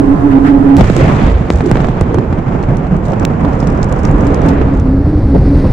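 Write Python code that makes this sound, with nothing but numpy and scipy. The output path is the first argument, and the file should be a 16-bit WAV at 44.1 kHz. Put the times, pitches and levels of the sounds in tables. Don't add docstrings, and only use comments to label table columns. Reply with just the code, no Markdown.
import sys
import numpy as np
from scipy import signal
from scipy.fft import rfft, irfft
from scipy.io import wavfile
from scipy.ndimage import uniform_filter1d

SR = 44100
rng = np.random.default_rng(int(sys.argv[2]) if len(sys.argv) > 2 else 0)


def store_wav(level_fs):
    pcm = np.round(np.clip(np.atleast_2d(level_fs), -1, 1) * 32767)
    wavfile.write(sys.argv[1], SR, pcm.T.astype(np.int16))


N = 252252
T = np.arange(N) / SR

# frequency in Hz, relative density in dB per Hz.
AIR_COLOUR = [(18, -1.5), (40, 0.5), (65, -7), (100, -2), (170, -2), (240, -7.5), (450, -7), (900, -11.5),
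              (1800, -23), (3500, -45), (8000, -50.5), (15000, -65.5)]
ROAR_COLOUR = [(15, -14), (35, 0.5), (70, -3.5), (150, -1.5), (280, -8), (450, -11.5), (1000, -17.5),
               (2300, -31), (4000, -49), (7300, -52.5), (9000, -64), (15000, -78.5)]
RUMBLE_COLOUR = [(15, -0.5), (70, 6.5), (160, -1), (240, -6.5), (330, -11), (550, -18), (1000, -31.5),
                 (2000, -37.5), (3200, -51.5), (4500, -46.5), (7300, -63.5), (9800, -61), (15000, -83)]
SCATTER_COLOUR = [(30, 8), (150, 9.5), (400, -1.5), (900, -7.5), (2500, -24), (4500, -32.5), (8000, -41),
                  (15000, -68.5)]
GRIT_COLOUR = [(1500, -34.5), (3500, -2.5), (5200, -6), (7400, -3), (9000, -16), (12000, -25.5),
               (16000, -31.5)]
THUD_COLOUR = [(25, -7.5), (60, 4), (200, 0), (450, -4.5), (800, -12.5), (1600, -28), (4000, -50),
               (12000, -76)]
# frequency in Hz, correlation from -1 to 1.
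LIKENESS = [(60, 1), (180, 0.95), (330, 0.9), (520, 0.6), (950, -0.21), (1700, 0.16), (3500, 0.35),
            (6000, -0.097)]
# frequency in Hz, left minus right in dB.
LEAN = [(50, -3.5), (200, -3.5), (330, -6), (520, -6), (750, -5), (1150, -1.5), (2600, -0.4), (7000, -4)]

# pitch in Hz, width in Hz, relative level in dB.
HUM_RINGS = [(418, 35, -15), (705, 20, -24), (812, 27, -31), (1015, 20, -26.5), (1092, 18, -35.5),
             (1300, 43, -33.5)]
# centre in seconds, depth in dB, half length in seconds.
HUM_DIPS = [(0.025, 18.5, 0.0099), (0.061, 14, 0.012), (0.187, 14.5, 0.038), (0.285, 10, 0.009),
            (0.393, 22, 0.0047), (0.426, 6, 0.012), (0.475, 25, 0.007), (0.591, 21, 0.007),
            (0.639, 12, 0.02)]
# start in seconds, length in seconds, relative level in dB, pitch in Hz.
HUM_RETURNS = [(3.443, 0.046, -12, 274.8), (3.717, 0.048, -17, 274), (4.123, 0.04, -13.5, 278.7),
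               (4.24, 0.073, -14, 271.4), (4.466, 0.098, -13, 271.7), (4.661, 0.1, -12, 272.5),
               (4.839, 0.061, -13, 269.8), (4.887, 0.11, -12.5, 270.4), (5.068, 0.063, -13, 282.8),
               (5.121, 0.06, -12.5, 289.8), (5.284, 0.104, -10.5, 271.8), (5.469, 0.142, -10.5, 274.3)]

# peak in seconds, relative level in dB, rise in seconds, fall in seconds.
GUSTS = [(.12, -44, 0.027, 0.024), (.325, -31, 0.019, 0.014), (.468, -24.5, 0.018, 0.029),
         (.7, -33.5, .015, 0.015)]

# start in seconds, relative level in dB.
THUDS = [(2.7, -10.5), (4.1, -20.5), (4.625, -15), (5.642, -7.5)]
# peak in seconds, level in dB, half length in seconds, centre in Hz.
ROLLS = [(0.798, -10, 0.013, 624), (.803, -5.5, 0.011, 151), (1.0, -14.5, .025, 410),
         (1.102, -13.5, 0.05, 179), (1.13, -25, 0.053, 1100), (1.215, -12, 0.054, 165),
         (1.25, -16.5, 0.018, 277), (1.344, -25, 0.047, 500), (1.35, -10, 0.06, 59.7),
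         (1.562, -10.5, 0.027, 65), (1.662, -11.5, 0.023, 312), (2.144, -17, 0.051, 383),
         (2.188, -14.5, 0.021, 290), (2.297, -19, 0.039, 80.5), (2.337, -26, 0.027, 410),
         (2.56, -10.5, 0.0074, 194), (2.712, -12.5, 0.024, 141), (2.953, -10, 0.038, 167),
         (3.098, -14, 0.0065, 168), (3.106, -21, 0.021, 700), (3.464, -23.5, 0.033, 800),
         (3.513, -24.5, 0.066, 286), (3.71, -14, 0.027, 153), (4.08, -17.5, 0.029, 150),
         (4.147, -10, 0.025, 55), (4.287, -20, .07, 390), (4.55, -36, 0.063, 2100),
         (4.597, -20, 0.049, 520), (4.664, -13, 0.05, 85), (5.357, -12, 0.011, 511.7),
         (5.385, -13, 0.025, 150), (5.6, -38, 0.11, 1120), (5.648, -20, 0.013, 450),
         (5.67, -14.5, 0.044, 110)]
# peak in seconds, level in dB, rise in seconds, fall in seconds.
ROAR_SWELLS = [(1.03, -15, 0.05, 0.1), (1.22, -16, 0.046, 0.07), (1.76, -24.5, 0.21, 0.18),
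               (3.8, -21.5, 0.48, 0.43), (4.42, -19.5, 0.33, 0.29)]
# peak in seconds, relative level in dB, rise in seconds, fall in seconds.
CRACKLE = [(1.05, -30, 0.097, 0.082), (1.26, -29.5, 0.13, 0.11), (1.78, -35.5, 0.23, 0.3),
           (4.42, -36, 0.14, 0.26)]

# landing in seconds, relative level in dB,
# decay in seconds, left minus right in dB.
DEBRIS = [(0.9658, -8.5, 0.0014, 0), (1.714, -11.5, 0.0011, -9), (2.0106, -14, 0.0013, -8.5),
          (2.144, -20, 0.0013, -11), (2.628, -25.5, 0.0037, -4), (2.77, -24, 0.0019, -16),
          (2.9663, -28, 0.002, -7), (3.12, -28, 0.0018, -11), (3.1975, -19.5, 0.0026, -5),
          (3.23, -27, 0.0018, -4), (3.5328, -26.5, 0.0035, 0), (3.602, -19.5, 0.0039, -5),
          (3.641, -29, 0.0018, -5), (3.672, -16.5, 0.0035, 2), (3.702, -22, 0.0016, 1),
          (3.7483, -36, .002, -7), (3.7748, -30, .003, -6), (3.8297, -14.5, 0.0026, -11),
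          (3.843, -22, 0.0022, -11), (3.888, -31, .003, -5), (3.926, -18, 0.0014, -14),
          (3.9943, -29, .002, -5), (4.0338, -23, .002, -8), (4.052, -11.5, 0.0029, -9),
          (4.072, -32, .002, -5), (4.113, -26.5, 0.0016, 8), (4.207, -27, .002, -8),
          (4.269, -19.5, 0.0017, -7), (4.3444, -13, 0.002, 1), (4.418, -23, 0.0024, 6),
          (4.4707, -33, 0.0015, 0), (4.485, -21, 0.0021, 1), (4.486, -16, 0.008, 3),
          (4.7381, -31, 0.0022, -3), (4.7734, -29, 0.0016, 0), (4.799, -23, .0015, 7)]
# peak in seconds, relative level in dB, rise in seconds, fall in seconds.
SPRAYS = [(.83, -41.5, 0.034, 0.2), (1.1, -47.5, .1, .2), (1.53, -44, 0.026, 0.056),
          (1.662, -44.5, 0.014, 0.028), (1.78, -48.5, .03, 0.09), (3.07, -47, 0.021, 0.026),
          (3.55, -61, 0.048, 0.064), (4.15, -70, 0.21, 0.4)]
# start in seconds, relative level in dB, left minus right in dB.
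SNAPS = [(.768, -16.5, -4), (0.774, -25, 5), (0.785, -24, 0), (3.2515, -9, -14), (4.4912, -22, -4)]
# mode in Hz, relative level in dB, time to fall 60 dB in seconds.
SNAP_MODES = [(2680, -8, 0.0085), (3450, -15, 0.003), (3800, 8.5, 0.00096), (5800, 0, 0.0018),
              (7350, -11, 0.0089), (9900, -21.5, 0.0044), (13500, -27, 0.0044)]

# arrival in seconds, relative crack level in dB, relative boom level in dB,
# last pitch of the boom in Hz, boom decay in seconds, left minus right in dB.
SHOCKS = [(0.809, 2, 0, 214, 0.0064, 13), (0.8147, 0.5, 9, 53.8, 0.013, -3.5),
          (0.8427, 0.5, -4, 86, .012, -2), (0.8990, 1, 3.5, 171.5, 0.014, -7.5),
          (0.9654, 0, -4.5, 106, .02, -6), (1.003, -4, -15, 120, .015, 6), (1.044, -5, 1, 172, .012, -2),
          (1.098, -0.5, 1.5, 150, 0.011, -4), (1.1203, -0.5, -7, 153, .01, 3),
          (1.5027, 3, 16.5, 65, 0.0022, 1), (1.6063, 1, -4, 132, 0.0063, -2),
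          (1.7135, 2.5, 5, 125, .014, -5.5), (1.7553, 1, -6, 146, 0.013, -4),
          (1.7704, 1, -14, 160, 0.013, -1), (1.803, 0, -24, 150, 0.0053, -1),
          (1.8443, 0, -7, 141, 0.0089, -7), (1.885, -1, -8, 154, .014, -5), (2.0118, 0, 5, 80, 0.014, -4.5),
          (2.144, -1, -1.5, 90.6, 0.026, -3), (2.1844, -1.5, -4, 112, 0.013, -13),
          (2.326, -1.5, -2, 109, 0.0094, -2), (2.387, -8, -5, 130, 0.0086, -5),
          (2.635, -3, -8, 84, 0.012, -2), (2.868, -8, -9, 149, 0.016, 0),
          (3.1326, -2.5, 3, 199, 0.0033, -7), (3.4472, -1.5, -2, 94.5, 0.011, -6),
          (3.627, -3.5, 2, 131, 0.006, -4), (4.614, -2.5, -2.5, 85, .02, -6.5),
          (5.346, -6, 0.5, 150, 0.029, 2.5)]
# peak in seconds, level in dB, rise in seconds, fall in seconds.
VOLLEY = [(.805, -4.5, 0.024, 0.013), (.843, -8.5, 0.01, 0.014)]
# peak in seconds, level in dB, rise in seconds, fall in seconds.
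WHUMP = [(.832, -19, 0.015, 0.033)]

BLAST_S, SETTLE_S = .795, 4.75
HUM_HZ, HUM_DB, HUM_WANDER_HZ, HUM_STOP_S = 276.3, -5, 4.21, .787
HUM_BLUR, HUM_PARTNER_DB = .2, -10
RING_DRIFT = .006
RETURN_DB, RETURN_WANDER_HZ = -0.5, 5.73
THUD_ATTACK_S, THUD_DECAY_S = 0.0013, 0.027
ROLL_SPAN = 1.35
ROAR_BED_DB, BASS_BED_DB, BASS_FOLLOW, TREBLE_UNDER_DB = -23, -14.5, 1, 20.5
FRESH_TREBLE_DB, DULLING_S = 12, 0.54
SURGE_DB, SURGE_PER_S = 0.3, 4.4
RUMBLE_BASS_DB, RUMBLE_MIDDLE_DB, HISS_DB, HISS_DB_PER_S = -8, -21.5, -49.5, 10
CHIP_HZ, CHIP_SCATTER, CHIP_SIZE_POWER, CHIP_TOP_HZ = 6260, 0.063, 0.24, 13000
PUFF_DB, PUFF_S = -33, 0.013
SPLINTER_DB, SPLINTER_S = -17, 0.012
SHOWER_S, SHOWER_SPREAD_S, SHOWER_DB, SHOWER_DECAY_S = 4.02, 0.38, -31, 0.002
CRACK_LAG_S, SCATTER_RISE_S, SCATTER_S = .0008, .001, 0.0051
CRACK_S, EDGE_S, BLUNTING_PER_DB = 0.00043, 0.00011, 0.37
BOOM_FALL_HZ, BOOM_FALL_S, BOOM_RISE_S = 713, 0.00182, 0.0017
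TOP_HZ = 15800


def undb(db):
    return 10 ** (np.asarray(db) / 20)


def rise(at, length):
    return .5 + .5 * np.tanh((T - at) / length)


def pan(db):
    return undb(np.array([[db], [-db]]) / 2)


def by_frequency(points):
    hz, value = np.transpose(points)
    bins = np.fft.rfftfreq(N, 1 / SR) + 1
    return np.interp(np.log(bins), np.log(hz), value)


def band(x, lo_hz, hi_hz):
    f = np.fft.rfftfreq(N, 1 / SR) + 1
    return irfft(rfft(x) / (1 + (lo_hz / f) ** 8) / (1 + (f / hi_hz) ** 8), N)


def rms(x):
    return np.sqrt(np.mean(np.atleast_2d(x).mean(axis=0) ** 2))


def noise(colour, likeness, lean_db=0):
    c = np.clip(likeness, -.999, .999)
    sides = np.array([[1], [-1]])
    mid, side = rfft(rng.standard_normal((2, N))) * undb(by_frequency(colour))
    both = mid * np.sqrt(1 + c) + side * np.sqrt(1 - c) * sides
    x = irfft(both * undb(sides * lean_db / 2), N)
    return x / rms(x)


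def walk(rate):
    re, im = rng.standard_normal(size=(2, 600))
    f = np.arange(len(re)) * SR / N
    x = irfft((re + 1j * im) * np.minimum(f, 1) / (1 + (f / rate) ** 8), N)
    return x / x.std()


def knocks(rate, decay, spread_db):
    size = undb(spread_db * np.minimum(rng.exponential(size=N), 3))
    hits = (rng.random(N) < rate / SR) * size
    return signal.lfilter([1], [1, -np.exp(-1 / (decay * SR))], hits)


def swells(table):
    power = 0
    for at, db, up, down in table:
        power = power + undb(db) ** 2 * np.exp(-((T - at) / np.where(T < at, up, down)) ** 2)
    return np.sqrt(power)


def add(out, at, sound):
    i = int(at * SR)
    out[:, i:i + sound.shape[-1]] += sound[:, :N - i]


def tone(db, hz, blur, partner_db):
    waver = 1 + blur * (walk(9.7) + 1j * walk(25.0))
    partner = undb(partner_db) * np.exp(2j * np.pi * np.cumsum(18 + 8 * walk(12.1)) / SR)
    carrier = np.exp(2j * np.pi * np.cumsum(hz * np.ones(N)) / SR)
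    x = np.real((waver + partner) * carrier)
    return x / rms(x) * undb(db)


def hum_rings():
    rings, drift = 0, 1 + RING_DRIFT * walk(6)
    for hz, width, db in HUM_RINGS:
        blur = np.array([walk(width / 2) + 1j * walk(width / 2) for _ in range(2)])
        rings = rings + undb(db) * np.real(blur * np.exp(2j * np.pi * np.cumsum(hz * drift) / SR))
    return rings


def hum():
    rings = hum_rings()
    dips_db = sum(depth * np.exp(-((T - at) / length) ** 2) for at, depth, length in HUM_DIPS)
    pitch = HUM_HZ + HUM_WANDER_HZ * walk(9.1)
    steady = tone(HUM_DB - dips_db, pitch, blur=HUM_BLUR, partner_db=HUM_PARTNER_DB)
    before = (steady + undb(-8.0) * rings) * pan(-8.0)

    start, length, db, hz = np.transpose(HUM_RETURNS)
    middle = start + length / 2
    pitch = np.interp(T, middle, hz) + RETURN_WANDER_HZ * walk(14.7)
    stretches = swells(zip(middle, db, length / 2, length / 2))
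    after = tone(RETURN_DB, pitch, blur=0.34, partner_db=-10) * stretches * pan(-0.64)
    return before * (1 - rise(HUM_STOP_S, 0.01)) + after


def air():
    gust = swells(GUSTS)
    x = noise(AIR_COLOUR, by_frequency(LIKENESS) - .15)
    parts = band(x, 0.73, 340), band(x, 300, 1300), band(x, 1200, 3900), band(x, 3000, 20000)
    low, middle, gusty, hiss = (p / rms(p) for p in parts)
    rush = (low * undb(-13.0) * pan(-4.0)
            + middle * undb(-24.0) * pan(-4.0)
            + gusty * np.hypot(undb(-37), gust) * pan(-3.5)
            + hiss * np.hypot(undb(-53.0), undb(-21.5) * gust) * pan(-6.0))
    return rush * (1 - rise(BLAST_S, 0.0074))


def thuds():
    level = 0
    for at, db in THUDS:
        t = np.maximum(T - at, 0)
        level = level + undb(db) * (1 - np.exp(-t / THUD_ATTACK_S)) * np.exp(-t / THUD_DECAY_S)
    return noise(THUD_COLOUR, likeness=1.0) * level


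def rolls():
    out = 0
    for at, db, length, hz in ROLLS:
        x = noise(ROAR_COLOUR, by_frequency(LIKENESS), lean_db=-2.0)
        x = band(x, hz / ROLL_SPAN, hz * ROLL_SPAN)
        out = out + x / rms(x) * swells([(at, db, length, length)])
    return out


def rolling(levels_db, colour, likeness, lean_db, lumpy):
    lumps = knocks(rate=60, decay=0.017, spread_db=4.0)
    lumps = uniform_filter1d(lumps, size=150)
    x = noise(colour, likeness, lean_db) * (1 + lumpy * lumps / rms(lumps))
    parts = band(x, 0.86, 297.5), band(x, 304, 1710), band(x, 1756, 20000)
    return sum(p / rms(p) * undb(db) for p, db in zip(parts, levels_db))


def roar():
    middle_db = 20 * np.log10(np.hypot(undb(ROAR_BED_DB), swells(ROAR_SWELLS)))
    bass_db = BASS_BED_DB + BASS_FOLLOW * (middle_db - ROAR_BED_DB) + SURGE_DB * walk(SURGE_PER_S)
    fresh = np.exp(-np.maximum(T - BLAST_S, 0) / DULLING_S)
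    treble_db = middle_db - TREBLE_UNDER_DB + FRESH_TREBLE_DB * fresh
    wide = rolling((bass_db, middle_db, treble_db), ROAR_COLOUR, by_frequency(LIKENESS),
                   by_frequency(LEAN), lumpy=0.38)

    hiss_db = HISS_DB + HISS_DB_PER_S * (T - SETTLE_S)
    deep = rolling((RUMBLE_BASS_DB, RUMBLE_MIDDLE_DB, hiss_db), RUMBLE_COLOUR,
                   likeness=1, lean_db=-0.5, lumpy=0.28)
    settled = rise(SETTLE_S, 0.26)
    return wide * rise(BLAST_S, 0.0116) * np.sqrt(1 - settled) + deep * np.sqrt(settled)


def crackle():
    left, right, centre = (band(knocks(rate=230, decay=0.00044, spread_db=-2.5), 350, 4450)
                           for _ in range(3))
    x = np.array([left, right]) + centre
    return x / rms(x) * swells(CRACKLE) * pan(-3.5)


def chip(hz, decay, spread):
    t = T[:SR // 30]
    detune = rng.standard_normal(size=(30, 1))
    modes = np.minimum(hz * np.exp(spread * detune), .45 * SR)
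    phases = 2 * np.pi * rng.random(size=(2, len(modes), 1))
    x = (np.exp(-detune ** 2 / 2) * np.sin(2 * np.pi * modes * t + phases)).sum(axis=1)
    x = x * np.exp(-t / decay) * (1 - np.exp(-t / 0.00015))
    return x / np.abs(x).max()


def bounces(count):
    when, size = rng.random(size=(2, count))
    train = np.zeros(SR // 30)
    gain = undb(SPLINTER_DB) * size * np.exp(-when * T[len(train)] / SPLINTER_S)
    np.add.at(train, (when * len(train)).astype(int), gain)
    train[0] = 1
    return train


def shower(count):
    when, size, side = rng.standard_normal(size=(count, 3)).T
    landing = np.clip(SHOWER_S + SHOWER_SPREAD_S * when, BLAST_S, SETTLE_S)
    return list(zip(landing, SHOWER_DB + 2 * size, np.full(count, SHOWER_DECAY_S), -5 + 6 * side))


def snap_ring():
    t = T[:SR // 30]
    return sum(undb(db) * np.sin(2 * np.pi * hz * t) * np.exp(-np.log(1000) * t / t60)
               for hz, db, t60 in SNAP_MODES)


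def debris():
    out, ring = np.zeros((2, N)), snap_ring()
    patter = np.array([knocks(rate=170, decay=0.0017, spread_db=3.3) for _ in range(2)])
    grit = noise(GRIT_COLOUR, 0) * patter
    grit = grit / rms(grit)
    after = T[:SR // 8]
    puff = np.exp(-after / PUFF_S) * (1 - np.exp(-after / 0.0014))
    for at, db, decay, lr_db in DEBRIS + shower(count=40):
        size_pitch = (SHOWER_DECAY_S / decay) ** CHIP_SIZE_POWER
        hz = CHIP_HZ * size_pitch * np.exp(CHIP_SCATTER * rng.standard_normal())
        tick = undb(-6.0) * chip(hz, decay, spread=0.3) + undb(-10.5) * ring
        tick = signal.fftconvolve(tick, bounces(count=7)[None], axes=1)
        add(out, at, undb(db) * tick * pan(lr_db))
        thrown = grit[:, int(at * SR):][:, :len(puff)]
        add(out, at, undb(db + PUFF_DB) * puff * thrown * pan(lr_db))
    out = band(out, 1500, CHIP_TOP_HZ)
    for at, db, lr_db in SNAPS:
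        add(out, at, undb(db) * ring * pan(lr_db))
    return out + grit * swells(SPRAYS) * pan(-1.1)


def shocks():
    out, t = np.zeros((2, N)), T[:SR // 4]
    scatter = noise(SCATTER_COLOUR, by_frequency(LIKENESS))
    u = t - CRACK_LAG_S
    for at, crack_db, boom_db, hz, decay, lr_db in SHOCKS:
        pitch = hz + BOOM_FALL_HZ * np.exp(-t / BOOM_FALL_S)
        boom = np.sin(2 * np.pi * np.cumsum(pitch) / SR)
        boom = boom * np.exp(-t / decay) * (1 - np.exp(-t / BOOM_RISE_S))

        now = slice(int(at * SR), int(at * SR) + len(t))
        tail = scatter[:, now] * np.exp(-t / SCATTER_S) * (1 - np.exp(-(t / SCATTER_RISE_S) ** 2))

        edge = EDGE_S * np.exp(-BLUNTING_PER_DB * crack_db)
        cycle = -np.tanh(u / edge) * np.exp(-(u / CRACK_S) ** 2)
        cycle = cycle * np.tanh((2 * t / CRACK_LAG_S) ** 2)

        crack = undb(crack_db) * (undb(-7.5) * cycle + undb(-3.5) * tail)
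        add(out, at, (undb(boom_db) * boom + crack) * pan(lr_db))
    return out


def blast():
    scatter = noise(SCATTER_COLOUR, by_frequency(LIKENESS), lean_db=-7.0)
    whump = band(noise(THUD_COLOUR, likeness=0.76), 28, 97)
    return scatter * swells(VOLLEY) + whump / rms(whump) * swells(WHUMP)


def scene():
    background = hum() + air()
    echoes = thuds() + rolls() + roar() + crackle()
    return background + echoes + debris() + shocks() + blast()


def record(dry):
    knee = 14
    clipped = dry / (1 + np.abs(dry) ** knee) ** (1 / knee)
    return signal.sosfilt(signal.ellip(8, .2, 70, TOP_HZ, fs=SR, output="sos"), clipped)


dry = scene()
out = record(dry)
store_wav(out)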